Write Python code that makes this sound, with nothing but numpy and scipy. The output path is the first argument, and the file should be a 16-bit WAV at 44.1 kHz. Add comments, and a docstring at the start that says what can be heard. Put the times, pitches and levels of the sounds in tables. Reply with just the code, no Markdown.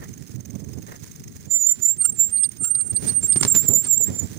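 """Wind buffets two microphone ports, the left one covered, while tyres hiss and scuff on a dirt trail. A
freewheel ticks throughout at an uneven pace, slower later: decaying noise clusters ring the hub resonances.
Then a disc brake squeals on two rotor modes, wavering sines with an octave and difference tones; it clips the
right input and turns down wind, tyres and ticks. Stones and stalks crack and thud on the frame, and a knock of
wind strikes the ports at 1.51 s."""
import sys
import numpy as np
from scipy import signal
from scipy.fft import rfft, irfft, next_fast_len
from scipy.io import wavfile
from scipy.ndimage import uniform_filter1d, map_coordinates

SR = 44100
rng = np.random.default_rng(int(sys.argv[2]) if len(sys.argv) > 2 else 0)


def wav_record(signal):
    """Record a signal, one row per channel, as 16-bit PCM in the file named by sys.argv[1]."""
    frames = np.transpose(np.atleast_2d(signal))
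    bounded = np.clip(frames, -1, 1)
    # unit amplitude maps onto the largest positive 16-bit level
    quanta = np.round(bounded * 32767).astype(np.int16)
    wavfile.write(sys.argv[1], SR, quanta)


def convert_level_to_amplitude(level_db):
    """Map a level in decibels to its linear amplitude factor."""
    exponent = np.asarray(level_db, float) / 20
    return 10 ** exponent


N = 193333
LEFT_LEAD_SAMPLES = 21  # near sounds reach the left port earlier


def unit(x):
    """Scaled to rms 1."""
    return x / np.sqrt(np.mean(x ** 2, axis=-1, keepdims=True) + 1e-20)


def curves(rows):
    """One value per sample for each column after the time."""
    s, *cols = np.transpose(rows)
    return [np.interp(np.arange(N) / SR, s, c) for c in cols]


def wobble(rate_hz, channels=1):
    """Smooth random curves, rate_hz knots a second."""
    knots = rng.standard_normal((channels, N // 40))
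    return np.array([map_coordinates(k, [np.arange(N) * rate_hz / SR]) for k in knots])


def bells(rows):
    """Sum of bell-shaped swells from (centre_s, level_db, half_width_ms) rows; half-width to 1/e, 3 ms or more."""
    t = np.arange(N) / SR
    return sum(convert_level_to_amplitude(db) * np.exp(-((t - s) * 1000 / max(ms, 3)) ** 2) for s, db, ms in rows)


def filtered(x, response):
    """x times a response of frequency."""
    m = next_fast_len(x.shape[-1] + 8192)
    return irfft(rfft(x, m) * response(np.fft.rfftfreq(m, 1 / SR)), m)[..., :x.shape[-1]]


def coloured(x, points):
    """x through (freq_hz, gain_db) points on a log axis."""
    f, db = np.transpose(points)
    return filtered(x, lambda hz: convert_level_to_amplitude(np.interp(np.log(hz + 1), np.log(f + 1), db)))


def ports(x, alike):
    """A near sound (two draws) at the covered left port, early and dull, and at the right one."""
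    # left port's response: freq_hz, gain_db
    covered = [(300, 10), (1000, -4.5), (3000, -7.5), (7000, -12), (8000, -13), (9300, -9), (11000, -16),
               (13000, -38), (15000, -28.5)]
    alike = np.clip(alike, 0, 1)
    left = np.roll(alike * x[1] + np.sqrt(1 - alike ** 2) * x[0], -LEFT_LEAD_SAMPLES)
    return np.array([coloured(left, covered), x[1]])


def wind():
    """Turbulence buffets each port on its own, in lumps; gusts on the right port raise its low band and the top."""
    # wind level: time_s, left_db, right_db
    wind_levels = [(0.02, -40.5, -37.5), (0.3, -51, -36), (0.7, -48, -33), (1.05, -45, -39),
                   (1.35, -41.5, -41.5), (1.8, -49, -40), (2.1, -42, -33.5), (2.5, -56.5, -36),
                   (2.75, -45, -33.5), (2.9, -37, -27.5), (3.0, -36, -29), (3.18, -32, -29),
                   (3.6, -25, -30), (3.78, -52, -31), (3.95, -35, -27.5), (4.1, -33, -53),
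                   (4.36, -44, -32.5)]
    # added swells on the right port: centre_s, level_db, half_width_ms
    gusts = [(.46, -46.5, 16), (.54, -38, 85), (.78, -33, 13), (1.47, -33.5, 18.6), (2.61, -29.5, 17),
             (3.08, -22, 38), (3.66, -23.5, 15.8), (3.70, -15.5, 17.3), (3.74, -11.5, 30.4),
             (4.01, -12, 6.7), (4.15, -23, 100)]
    # spectrum of the low buffeting: freq_hz, gain_db
    buffet = [(15, -50.5), (25, -33), (93, 4.5), (194, 0), (233, -2.5), (436, -14.5), (617, -48),
              (700, -50), (910, -56.5), (1540, -120)]
    # spectrum of the gusts' upper band: freq_hz, gain_db
    gust_top = [(250, -30.5), (420, 2), (700, -9), (1200, -19.5), (2000, -47)]
    left_db, right_db = curves(wind_levels)
    right_db = 20 * np.log10(convert_level_to_amplitude(right_db) + bells(gusts))
    lumps_db = 6 * np.tanh(0.47 * wobble(16, channels=2) + 0.85 * wobble(50, channels=2))
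    low = unit(convert_level_to_amplitude(lumps_db) * coloured(rng.standard_normal((2, N)), buffet))
    top = unit(convert_level_to_amplitude(lumps_db) * coloured(rng.standard_normal((2, N)), gust_top))
    right_top_db = -39 + 1.525 * (right_db + 23.5)  # swings wider than the wind
    left_top_db = right_top_db + 2 + 0.94 * (left_db - right_db)  # the top follows the port that is hit
    return convert_level_to_amplitude([left_db, right_db]) * low + convert_level_to_amplitude([left_top_db, right_top_db]) * top


def tyres():
    """Tyres roll over dirt: coloured noise with a gritty random level."""
    # tyre noise before the 8 dB lift: time_s, level_db
    roll = [(0, -58.5), (1.47, -58), (1.53, -52), (2.4, -53), (2.55, -58), (2.65, -56), (3.0, -49),
            (3.08, -33), (3.18, -48.5), (3.4, -41), (3.64, -40), (3.74, -49), (4.05, -50), (4.15, -44.5),
            (4.36, -50)]
    # hiss spectrum: freq_hz, gain_db
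    hiss = [(400, -17), (1000, -13.5), (1900, -7.5), (2800, -14.5), (5300, -9), (6500, -3), (7800, -9),
            (10000, -7), (11500, -25.5), (13200, -20.5), (14800, -4), (15800, -20)]
    grit = convert_level_to_amplitude(2.5 * wobble(25.02) + 2.4 * wobble(400)) * rng.standard_normal((2, N))
    return ports(convert_level_to_amplitude(curves(roll)[0] + 8.0) * unit(coloured(unit(grit), hiss)), alike=0.11)


def scuffs():
    """The tyre drags on bare dirt: a raspy noise band with a half-sine swell."""
    # drags: start_s, length_s, level_db
    drags = [(-.04, 0.12, -43), (0.858, 0.13, -41.5), (4.07, 0.046, -41)]
    t = np.arange(N) / SR
    size = sum(convert_level_to_amplitude(db) * np.sin(np.pi * np.clip((t - s) / length, 0, 1)) for s, length, db in drags)
    rasp = convert_level_to_amplitude(4.9 * wobble(120)) * rng.standard_normal((2, N))
    band = coloured(rasp, [(900, -14.5), (1500, -16.0), (1800, -7.5), (2200, -19.5), (3500, -29.0)])
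    return ports(size * unit(band), alike=0.6)


def freewheel():
    """Each tick is a short cluster of pawl contacts, decaying noise that rings the hub's resonances."""
    # uneven wheel pace, slower later: time_s, teeth_passed
    teeth_passed = [(0, .2), (.037, 1), (.222, 5), (.35, 8), (.55, 12), (.956, 21), (1.112, 25),
                    (1.237, 28), (1.4, 32), (1.447, 33), (1.964, 42), (2.172, 46), (2.358, 49), (2.566, 53),
                    (2.87, 58), (4.042, 79), (4.38, 85.3)]
    # hub resonances, signs alternating: centre_hz, width_hz, gain_db
    resonances = [(2340, 1940, -16.5), (5190, 100, -3.5), (6403, 223, 2.5), (8750, 440, -21),
                  (12700, 2700, -44), (15160, 220, -1.5)]
    t, out = np.arange(1200) / SR, np.zeros((2, N + 1200))
    at, teeth = np.transpose(teeth_passed)
    for s in np.interp(np.arange(1, teeth[-1]), teeth, at):
        second_s, db = rng.uniform(0.0037, 0.011), rng.normal(-28.0, 1.44)
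        shape = convert_level_to_amplitude(-60 * t / 0.025) + 1.54 * convert_level_to_amplitude(-60 * np.abs(t - second_s) / 0.02)
        i = round(s * SR)
        out[:, i:i + len(t)] += convert_level_to_amplitude(db) * shape * rng.standard_normal((2, len(t)))

    def hub(f):
        return sum((-1) ** k * convert_level_to_amplitude(db) * 1j * f * w / (c * c - f * f + 1j * f * w)
                   for k, (c, w, db) in enumerate(resonances))

    return ports(filtered(out[:, :N], hub), alike=0.69)


def sag():
    """Share by which the pad's pressure pulls the rotor modes down; each press comes to a rounded point."""
    # presses, sag of the lower mode: centre_s, sag_percent, half_width_ms
    presses = [(1.483, 6.4, 85), (1.639, 8.4, 32), (1.709, 1.5, 10), (1.819, 5.2, 87), (1.83, 3.0, 9),
               (2.038, 2.1, 22), (2.188, 3.3, 44), (2.426, 1.7, 100), (2.436, 1.4, 14), (2.633, 2.8, 18),
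               (2.797, 3.0, 25), (2.936, 3.5, 23), (2.969, 1.2, 11), (3.087, 2.9, 17), (3.209, 2.7, 25),
               (3.325, 3.1, 17), (3.397, 2.1, 15), (3.483, 1.9, 60), (3.578, 4.8, 20), (3.686, 3.3, 24),
               (3.757, 5.3, 29), (3.855, 3.0, 28), (3.944, 5.0, 20), (4.034, 6.7, 18), (4.142, 5.7, 27),
               (4.214, 11.0, 18)]
    t = np.arange(N) / SR
    return sum(share / 100 * np.exp(-np.sqrt(((t - s) * 1000 / ms) ** 2 + 0.02)) for s, share, ms in presses)


def mode(grabs, pitch_hz, flutter_db, jitter_hz, left_db):
    """Phase, right size and complex left gain of a squealing mode: each pad grab is a bell-shaped swell."""
    hz = pitch_hz + jitter_hz * (wobble(40)[0] + 1.5 * wobble(200)[0])  # the pad grips unevenly
    grip_db = flutter_db * wobble(170)[0] + 3 * np.tanh(wobble(80)[0])
    size = np.sqrt(2) * bells(grabs) * convert_level_to_amplitude(grip_db)
    size = 0.62 * np.tanh(size / 0.62)  # largest swing a mode reaches
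    paths = 0.4 + 0.46 * wobble(35)[0] + 0.6j * wobble(64)[0]  # several shifting paths meet at the left port
    return 2 * np.pi * np.cumsum(hz) / SR, size, convert_level_to_amplitude(left_db) * paths


def overload(waves):
    """Crests cut on the input's own sample clock: high overtones and sums fold down into thin crossing lines."""
    # clipping spells of the right input: start_s, length_s
    spells = [(2.018, .006), (2.05, .011), (2.371, .008), (2.383, .004), (2.432, .028), (2.642, .014),
              (2.75, .008), (2.81, .004), (2.962, .016), (3.08, .031), (3.323, .02)]
    input_hz, crest_cut = 48000, 0.115  # crest_cut: share of the crest lost
    at = np.arange(round(N * input_hz / SR)) * SR / input_hz

    def read(v):
        return np.interp(at, np.arange(N), v)

    share = 0
    for s, length in spells:
        arch = np.sin(np.pi * np.clip((at / SR - s) / length, 0, 1))
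        share = share + crest_cut * np.clip(3 * arch, 0, 1)
    wave = sum(read(size) * np.sin(read(phase)) for phase, size in waves)
    crest = sum(read(size) for phase, size in waves)
    lost = np.minimum((1 - share) * crest - wave, 0)
    return convert_level_to_amplitude(7) * signal.resample_poly(lost, 147, 160)[:N]


def brake():
    """Two squealing rotor modes, the octave of the lower one, difference tones and the right input's overload."""
    # pad grabs on the lower mode, before flutter and limit: centre_s, level_db, half_width_ms
    low_grabs = [(1.52, -13, 12.4), (1.551, -9.5, 18.8), (1.638, -15.5, 73.5), (1.671, -3, 1.6),
                 (1.696, -8.5, 4.8), (1.719, -9.5, 8.4), (1.832, -15.5, 13.2), (1.858, -7, 8),
                 (1.89, -34, 70), (1.898, -11.5, 27.3), (2.068, -20, 26.4), (2.098, -18, 6.5),
                 (2.207, -10, 12.6), (2.231, -16, 44.0), (2.295, -31.5, 4.8), (2.66, -19.5, 30.2),
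                 (2.815, -41, 97), (3.25, -12.5, 17.2), (3.42, -26.5, 30), (3.486, -8.5, 7.9),
                 (3.518, -9, 13.7), (3.583, -10.5, 33.5), (3.679, -20.5, 33.4), (3.687, -5, 4.2),
                 (3.738, -5.5, 1.8), (3.765, -10.5, 44.7), (3.925, -9, 36.8), (3.979, -10, 4.3),
                 (4.015, -11.5, 21), (4.044, -14, 9.6), (4.073, -18, 11.5), (4.188, -27.5, 59),
                 (4.195, -16.4, 8.2)]
    # pad grabs on the upper mode, likewise: centre_s, level_db, half_width_ms
    high_grabs = [(2.015, -13, 21.7), (2.054, -8, 8.4), (2.128, -25, 4.7), (2.137, -36.5, 32),
                  (2.338, -18, 12.4), (2.384, -14.5, 44), (2.445, -10.5, 16.3), (2.493, -22, 1.4),
                  (2.522, -43.0, 28), (2.635, -18, 30.8), (2.714, -14.5, 10.6), (2.753, -12, 5.0),
                  (2.761, -21.5, 52.5), (2.808, -17.5, 19), (2.869, -25.5, 17), (2.909, -18.5, 9.8),
                  (2.968, -13.5, 16.7), (3.023, -29, 25), (3.092, -10.5, 17.4), (3.169, -13.5, 27.8),
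                  (3.235, -21.6, 4.3), (3.304, -12.5, 2), (3.319, -11.5, 30.7), (3.375, -12.5, 8.2),
                  (3.412, -9, 2.6), (3.437, -28, 71), (3.503, -11.5, 2.6), (3.846, -21, 8.0),
                  (3.872, -17.5, 4.8)]
    # lower mode's octave at the right port, before drive and rasp: time_s, level_over_mode_db
    octave_levels = [(1.5, -19.5), (2.1, -14.5), (3.3, -20), (3.55, -11), (4.2, -15.5)]
    drop = sag()
    low, low_size, low_left = mode(low_grabs, 7470 * (1 - drop), flutter_db=0.8, jitter_hz=24, left_db=-11)
    high, high_size, high_left = mode(high_grabs, 8875 * (1 - 1.27 * drop), flutter_db=1.2, jitter_hz=11,
                                      left_db=-10)
    tones = np.array([low_size * np.exp(1j * low), high_size * np.exp(1j * high)])
    # pad grain: a fuzzy skirt on each line
    tones *= 1 + 0.055 * (wobble(600, channels=2) + 1j * wobble(600, channels=2))
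    out = np.array([low_left * tones[0] + high_left * tones[1], tones.sum(0)]).imag

    rasp = 1 + 0.86 * wobble(280)[0]  # the octave is rougher than the mode
    octave_size = low_size * np.tanh(low_size / 0.053) * convert_level_to_amplitude(curves(octave_levels)[0]) * rasp
    octave_phase = 2 * low + [[1.5], [0.6]] * wobble(150, channels=2)
    out += octave_size * convert_level_to_amplitude([[-31], [0]]) * np.sin(octave_phase)

    both = (low_size * high_size) ** 0.53  # the modes mix only while both sound
    out += convert_level_to_amplitude([[-40], [-27]]) * both * rasp * np.sin(high - low)
    out[1] += convert_level_to_amplitude(-29) * both * rasp * (np.sin(2 * low - high) + np.sin(2 * high - low))

    folded = overload([(low, low_size), (high, high_size)])
    out[1] += coloured(folded, [(40, -35), (300, 9), (1200, 9.5), (3500, 9.0), (6000, 13), (12000, -3.5)])
    return out


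def jolts():
    """Stones and stalks strike the frame, and at 1.51 s a knock of wind hits the ports: gritty crack and low
    thud of decaying noise, near equal at both ports."""
    # strikes (the first a wind knock on the ports), thud relative to crack before a 16.5 dB lift: start_s,
    # crack_db, thud_db, crack_t60_s
    strikes = [(1.5103, -40.5, -11.5, 0.011), (3.025, -49.5, 27, 0.018), (3.0456, -44, 20, 0.013),
               (3.2293, -40, 12, 0.029), (3.3594, -33.5, 12, 0.081), (3.4119, -29.5, 6, 0.012),
               (3.4277, -28.5, 4, 0.021), (3.4317, -19, -13.5, 0.036), (3.4505, -23, 2, 0.025),
               (3.4656, -39, 9, 0.079), (3.5449, -34.5, 0.5, 0.036), (3.5505, -30, 11, 0.096),
               (3.6887, -43.5, 22.5, 0.022), (3.8482, -41, 6, 0.19), (4.078, -46, 21, 0.0087)]
    # crack spectrum: freq_hz, gain_db
    crack_colour = [(300, -14), (1000, 5), (3000, -3), (7000, 5), (11000, -7), (15500, -49)]
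    t = np.arange(6000) / SR
    crack, thud = np.zeros((2, N + 6000)), np.zeros((2, N + 6000))
    for s, db, thud_db, t60 in strikes:
        noise = rng.standard_normal((3, len(t)))  # row 0 is common to both ports
        shape = convert_level_to_amplitude(-60 * t / t60) + 0.66 * convert_level_to_amplitude(-60 * t / 0.0055)
        i = round(s * SR)
        crack[:, i:i + len(t)] += convert_level_to_amplitude(db) * shape * (noise[0] + 2.14 * noise[1:])
        thud[:, i:i + len(t)] += convert_level_to_amplitude(db + thud_db + 16.5 - 60 * t / 0.11) * noise[1:]
    both = coloured(crack[:, :N], crack_colour)
    both += coloured(thud[:, :N], [(20, -51.5), (50, -8.5), (120, 5), (400, -2), (900, -34.0)])
    left = coloured(both[0], [(6000, 2), (10000, -5.5), (13000, -25.0)])
    return np.array([convert_level_to_amplitude(-4.0) * np.roll(left, -LEFT_LEAD_SAMPLES), both[1]])


def scene():
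    """The gain control follows the right port's squeal and turns wind, tyres and ticks down."""
    ride = wind() + tyres() + freewheel()
    squeal = brake()
    loud = np.sqrt(np.abs(uniform_filter1d(squeal[1] ** 2, round(0.035 * SR))))  # rms over 35 ms
    gain = (1 + loud / convert_level_to_amplitude(-25)) ** -0.75
    return squeal + gain * ride + jolts() + scuffs()


def top_cut(x):
    """Nothing passes above the cut-off."""
    return signal.sosfilt(signal.butter(12, 16250, fs=SR, output="sos"), x)


def record(dry):
    """Band limit: the mix keeps nothing from 15.9 kHz up."""
    mix = filtered(dry, lambda hz: hz < 15900)
    return top_cut(mix)


dry = scene()
out = record(dry)
wav_record(out)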